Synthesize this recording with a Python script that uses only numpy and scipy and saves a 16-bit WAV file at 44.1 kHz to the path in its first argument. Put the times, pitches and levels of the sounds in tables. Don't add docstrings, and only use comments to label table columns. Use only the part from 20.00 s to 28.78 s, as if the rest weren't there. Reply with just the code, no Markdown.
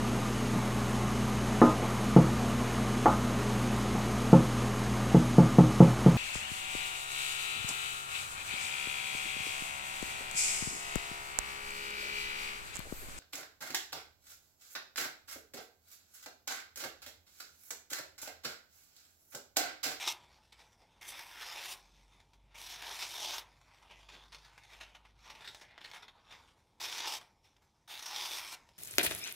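import sys
import numpy as np
from scipy import signal
from scipy.fft import rfft, irfft, next_fast_len
from scipy.io import wavfile
from scipy.ndimage import uniform_filter1d, map_coordinates

SR = 44100
rng = np.random.default_rng(int(sys.argv[2]) if len(sys.argv) > 2 else 0)


def store_pcm(level_fs):
    pcm = np.round(np.clip(level_fs, -1, 1) * 32767).astype(np.int16)
    wavfile.write(sys.argv[1], SR, np.atleast_2d(pcm).T)


N = 387198

# [f/Hz, relative level/dB]
AIR_SPECTRUM = [(18, -48), (30, -2), (69, 0.5), (156, -6), (560, -15.5), (900, -14.5), (1780, -42),
                (3250, -26), (5600, -38), (11400, -37), (15700, -73)]
AIR_DB = -69.5
# [t/s, firing rate f/Hz, level/dB]
ENGINE_RUN = [(0, 58.5, -87), (.6, 56.7, -70), (1, 46, -82), (1.7, 45.5, -71), (2.6, 49, -63),
              (3.2, 48.83, -69), (4.8, 50.94, -64), (5.5, 50.3, -66.5), (6.2, 57, -101)]
# [multiple of the firing rate, level/dB re engine]
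ENGINE_ORDERS = [(1, -0.5), (2, -14), (2.5, -16), (3, -15.5)]
# [f/Hz, t60/s]
SHOP_DECAY = [(300, 0.45), (1500, 0.29), (5000, 0.13), (12000, 0.15)]

# [t/s, rustle level/dB, crispness level/dB re rustle]
HANDLING = [(0, -64.5, -11), (.7, -77.5, -1.5), (1, -75, -9), (1.8, -74, -1.5), (2.2, -72, -5),
            (2.3, -80.5, -5.5), (2.55, -74, -13), (3.5, -75.5, -6.5), (3.98, -65.5, -7), (4.06, -66, -8),
            (4.2, -62, -10), (4.3, -71, -5.5), (4.42, -67.5, -4.5), (4.56, -68.5, -8), (4.74, -61, -5.5),
            (5.0, -69.5, -11), (5.15, -77.5, -12), (5.2, -68.5, -6), (5.4, -58, -6.5), (5.6, -61, -1.5),
            (5.75, -67.5, -21), (5.9, -67, -3), (6.19, -69.5, -14.5), (6.5, -70.5, -6.5), (6.61, -83, -3),
            (6.7, -82, -4.5), (7.28, -78.5, -3.5), (7.39, -82.5, -2.5), (7.87, -86, -0.5),
            (8.62, -79.5, -7.5), (8.78, -77, 0)]
# [t/s, level/dB, rise/s]
CREASE_EVENTS = [(.521, -56, 0.0044), (.56, -61, 0.051), (.72, -71, .01), (2.202, -62.5, 0.0017),
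                 (2.333, -60, 0.0024), (3.614, -65.5, 0.00088), (3.826, -59.5, .002), (3.891, -60, .029),
                 (3.907, -64, .001), (4.085, -50, .005), (4.11, -53, 0.034), (4.318, -52, 0.011),
                 (4.347, -50, 0.00097), (4.384, -63, .001), (4.445, -59, 0.0061), (4.578, -50.5, 0.0013),
                 (4.635, -55, .002), (4.689, -64, 0.0086), (4.798, -46.5, 0.017), (4.945, -54, 0.0062),
                 (5.051, -60, .002), (5.228, -54.5, 0.04), (5.299, -45.5, 0.0032), (5.351, -52.5, 0.0022),
                 (5.406, -51, .003), (5.441, -49, .008), (5.475, -45, 0.0023), (5.547, -47, 0.00094),
                 (5.605, -54.5, 0.014), (5.709, -59, 0.0017), (5.778, -49.5, 0.0017), (5.806, -48, 0.005),
                 (5.838, -45.5, 0.0089), (5.901, -64, .001), (5.914, -55, 0.0011), (5.925, -47, 0.024),
                 (6.023, -53.5, 0.0034), (6.081, -51.5, .002), (6.265, -53, 0.068), (6.308, -57, .001),
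                 (7.211, -54.5, 0.0024), (7.423, -69.5, 0.033), (7.565, -71, .001), (7.61, -72, 0.018),
                 (8.688, -66, .003)]
# [f/Hz, relative level/dB]
RUSTLE_SPECTRUM = [(180, -19), (300, -15.5), (660, -9.5), (1200, -8), (2200, -1.5), (4200, -5.5),
                   (7300, -13.5), (12400, -20), (15700, -27.5)]
USUAL_RUSTLE_DB = -65
FLUTTER_DB, FLUTTER_LAG = -2, 0.3
CRISP_LAG = 0.2
FLICKER_DB, FLICKER_PER_S = 2, 22
SNAP_DB, SNAP_RISE_S = 16, .001
SETTLE_DB, SETTLE_T60_S = -10.5, 0.28
FADE_S, FADE_RISE_S, FADE_GROWS = 0.081, 0.0017, 0.37

# (t/s, f/Hz, level/dB, t60/s)
STRIP_FLAP = (.068, 355, -34, .07)

# [t/s, tearing level/dB, brightness/dB (tilt toward the treble)]
STROKES = [
    [(0, -41.5, -2), (0.048, -44, -5), (0.076, -34.5, -1), (0.128, -42.5, 4)],
    [(1.012, -59, -0.5), (1.074, -57, 2), (1.09, -48.5, 11.5), (1.131, -56.5, -2), (1.185, -56, 0.5),
     (1.299, -59.5, -0.5), (1.391, -58.5, -2), (1.425, -49, -5.5), (1.6, -48.5, -4.5), (1.74, -46.5, 5)],
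    [(2.545, -60.5, -5), (2.588, -53, 2.5), (2.716, -50, 0.5), (2.78, -56.5, -4), (2.937, -45.5, -3),
     (2.975, -50, 1.5), (3.027, -38, -4.5), (3.093, -50, 1.5), (3.316, -41, -2.5), (3.4, -47.5, 2)],
    [(6.801, -47, 0.5), (6.85, -39.5, 0), (6.876, -47.5, -1), (6.98, -42, -2), (7.054, -43, -10),
     (7.078, -40, 1), (7.148, -40.5, 2), (7.187, -50, 3)],
    [(7.877, -58.5, 2), (7.914, -51, 2), (8.014, -56.5, 1), (8.056, -49.5, -0.5), (8.118, -48, -3),
     (8.245, -40.5, -1.5), (8.301, -45.5, 1.5), (8.393, -41, 1), (8.419, -50.5, -0.5), (8.552, -47.5, 4.5)],
]
# [t/s, level/dB, rise/s]
BLADE_SNAGS = [(.076, -26.5, 0.0022), (1.029, -56, 0.0011), (1.08, -50.5, 0.0038), (1.122, -53.5, .001),
               (1.193, -51, 0.0011), (1.71, -47, 0.0073), (2.664, -50.5, .001), (2.823, -51.5, .001),
               (3.025, -43, 0.0016), (3.381, -39.5, .002), (7.073, -36, .0018), (7.992, -48.5, .002),
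               (8.025, -45, .002), (8.057, -41.5, 0.0032), (8.160, -36.5, 0.0019)]
# [f/Hz, relative level/dB]
SLICE_SPECTRUM = [(120, -51.5), (220, -28), (360, -13.5), (500, -16), (720, -9.5), (1500, -7), (2300, -3.5),
                  (6000, -13), (7400, -18), (13500, -20.5), (15700, -26.5)]
# [flutter, body, edge hiss: level/dB re tearing]
HELD_COLOUR = [(-8, -5, -6), (-5, -2, -1.5), (-6, -3.5, -3.5), (-5, -4, -6), (-4.5, -4, -3.5)]
USUAL_CUT_DB = -50
# [flutter, body, tearing, hiss: dB/dB]
CUT_LAG = [0.4, 0.49, 0, 0.19]
# [flutter, body, tearing, hiss: dB/dB]
BRIGHTNESS_TILT = [-0.38, -0.59, -0.083, .7]

# [centre f/Hz, width/Hz, added resonance level/dB]
HOUSING_CAVITIES = [(902, 145, 1), (2320, 570, -13.5), (3560, 390, -3.5), (5450, 1040, -0.5)]
TOP_HZ = 15760


def amp(db):
    return 10 ** (np.asarray(db) / 20)


def unit(x):
    return x / np.sqrt(np.mean(x ** 2, axis=-1, keepdims=True) + 1e-20)


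def along(points, hz):
    f, v = np.transpose(points)
    return np.interp(np.log(hz + 1), np.log(f + 1), v)


def curves(rows):
    s, *cols = np.transpose(rows)
    return [np.interp(np.arange(N) / SR, s, c) for c in cols]


def wobble(rate):
    knots = rng.standard_normal(int(N * rate / SR) + 4)
    return map_coordinates(knots, [np.arange(N) * rate / SR])


def filtered(x, response):
    m = next_fast_len(N + 8192)
    return irfft(rfft(x, m) * response(np.fft.rfftfreq(m, 1 / SR)), m)[..., :N]


def over(level, usual_db):
    smooth = np.abs(uniform_filter1d(level, size=900))
    return 20 * np.log10(smooth + 1e-4) - usual_db


def spells(tables):
    t = np.arange(N) / SR
    sounding = sum((t >= rows[0][0]) & (t < rows[-1][0]) for rows in tables) > 0
    soft_gate = uniform_filter1d(sounding * 1., size=200)
    return amp(curves(np.concatenate(tables))[0]) * soft_gate


def bursts(events):
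    gain, t = np.zeros(N + SR), np.arange(SR // 3) / SR
    for s, db, rise in events:
        rise = max(rise, 3e-4)
        t60 = FADE_S * (rise / FADE_RISE_S) ** FADE_GROWS
        swell = np.sin(np.pi / 2 * np.clip(t / rise, 0, 1)) ** 2
        crack = 0.0019 / rise * np.exp(-t / 0.00095)
        fade = amp(db - 60 * np.maximum(t - rise, 0) / t60)
        gain[round(s * SR):][:len(t)] += fade * (swell + crack)
    return gain[:N]


def fibres(spectrum, edges_hz, per_s, spread_db, snap_gain, clump_db, patchy_db):
    chance, size = rng.random((2, N))
    sign = rng.choice([-1, 1], N)
    fibre_snaps = (chance < per_s / SR) * amp(-spread_db * np.log(size + 0.034)) * sign
    grit = snap_gain * unit(fibre_snaps) + rng.standard_normal(N)
    grit = grit * amp(clump_db * (wobble(250) + 0.6 * wobble(45)))
    z = signal.stft(grit, nperseg=256)[2]
    field = uniform_filter1d(rng.standard_normal(z.shape), size=4, axis=0)
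    field = uniform_filter1d(field, size=30, axis=1)
    grit = signal.istft(z * amp(patchy_db * field / field.std()), nperseg=256)[1][:N]

    def band_shapes(hz):
        lows = [1 / (1 + (hz / edge_hz) ** 8) for edge_hz in edges_hz]
        bands = np.diff([0 * hz] + lows + [1 + 0 * hz], axis=0)
        return amp(along(spectrum, hz)) * bands

    return unit(filtered(grit, band_shapes))


def room_tone():
    noise = filtered(rng.standard_normal(N), lambda hz: amp(along(AIR_SPECTRUM, hz)))
    return amp(AIR_DB + 1.4 * wobble(3)) * unit(noise)


def engine():
    hz, level_db = curves(ENGINE_RUN)
    turn = 2 * np.pi * np.cumsum(hz) / SR
    lines = 0
    for order, db in ENGINE_ORDERS:
        waver = amp(db + 3.8 * wobble(5))
        lines = lines + waver * np.sin(order * turn + 0.43 * wobble(4.0))
    return np.sqrt(2) * amp(level_db) * lines


def shop(x):
    step, wet = SR // 5, np.zeros(N + SR)
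    for start in range(0, N, step):
        hz, t, z = signal.stft(rng.standard_normal(SR // 2), SR, nperseg=256)
        decay = amp(-60 * t / along(SHOP_DECAY, hz)[:, None])
        tail = signal.istft(z * decay, SR, nperseg=256)[1]
        answer = signal.fftconvolve(x[start:start + step], tail / np.linalg.norm(tail))
        wet[start:start + len(answer)] += answer
    return wet[:N]


def settling():
    t = np.arange(N) / SR
    gain = 0
    for rows in STROKES:
        end_s, end_db = rows[-1][:2]
        fall_db = 60 * np.maximum(t - end_s, 0) / SETTLE_T60_S
        gain = gain + (t > end_s) * amp(end_db + SETTLE_DB - fall_db)
    return gain


def crease_clicks(events):
    s, db, rise = np.transpose(events)
    clicks = np.zeros(N)
    at = np.round(s * SR).astype(int) + 20
    clicks[at] = amp(db + SNAP_DB) * np.minimum(SNAP_RISE_S / rise, 1) ** 2
    return filtered(clicks, lambda hz: amp(along(RUSTLE_SPECTRUM, hz)))


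def hands():
    rustle_db, crisp_db = curves(HANDLING)
    rustle = amp(rustle_db + FLICKER_DB * wobble(FLICKER_PER_S)) + settling()
    level = np.hypot(rustle, bursts(CREASE_EVENTS))
    louder_db = over(level, USUAL_RUSTLE_DB)
    flutter_db = FLUTTER_DB - FLUTTER_LAG * louder_db
    colour = amp([flutter_db, 0 * crisp_db, crisp_db - CRISP_LAG * louder_db])
    bands = fibres(RUSTLE_SPECTRUM, [1400, 4500], per_s=700, spread_db=3.5, snap_gain=0.71,
                   clump_db=1.0, patchy_db=2.7)
    return np.sum(level * colour * bands, axis=0) + crease_clicks(CREASE_EVENTS)


def flap():
    s, hz, db, t60 = STRIP_FLAP
    t = np.maximum(np.arange(N) / SR - s, 0)
    onset = 1 - np.exp(-t / 0.0082)
    return amp(db - 60 * t / t60) * onset * np.sin(2 * np.pi * hz * t)


def knife():
    level = np.hypot(spells(STROKES), bursts(BLADE_SNAGS))
    bright_db = curves(np.concatenate(STROKES))[1]
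    starts = [rows[0][0] for rows in STROKES[1:]]
    stroke = np.searchsorted(starts, np.arange(N) / SR + .1)
    held_db = np.insert(np.array(HELD_COLOUR, float), 2, 0, axis=1)[stroke].T
    tilt_db = np.outer(BRIGHTNESS_TILT, bright_db)
    lag_db = np.outer(CUT_LAG, over(level, USUAL_CUT_DB))
    colour = amp(held_db + tilt_db - lag_db)
    bands = fibres(SLICE_SPECTRUM, [1400, 2900, 7300], per_s=1500, spread_db=3.0, snap_gain=0.94,
                   clump_db=1.27, patchy_db=2.13)
    return np.sum(level * colour * bands, axis=0)


def scene():
    paper = knife() + flap() + hands()
    mix = paper + amp(-10.5) * shop(paper) + engine() + room_tone()
    return np.tile(mix, (2, 1))


def record(dry):
    def response(f):
        lift = 1
        for centre, width, db in HOUSING_CAVITIES:
            damping = 1j * f * width
            lift = lift + amp(db) * damping / (centre * centre - f * f + damping)
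        edge = np.clip((TOP_HZ - f) / 90, 0, 1) ** 2
        return amp(-4.5) * lift * edge

    return filtered(dry, response)


dry = scene()
out = record(dry)
store_pcm(out)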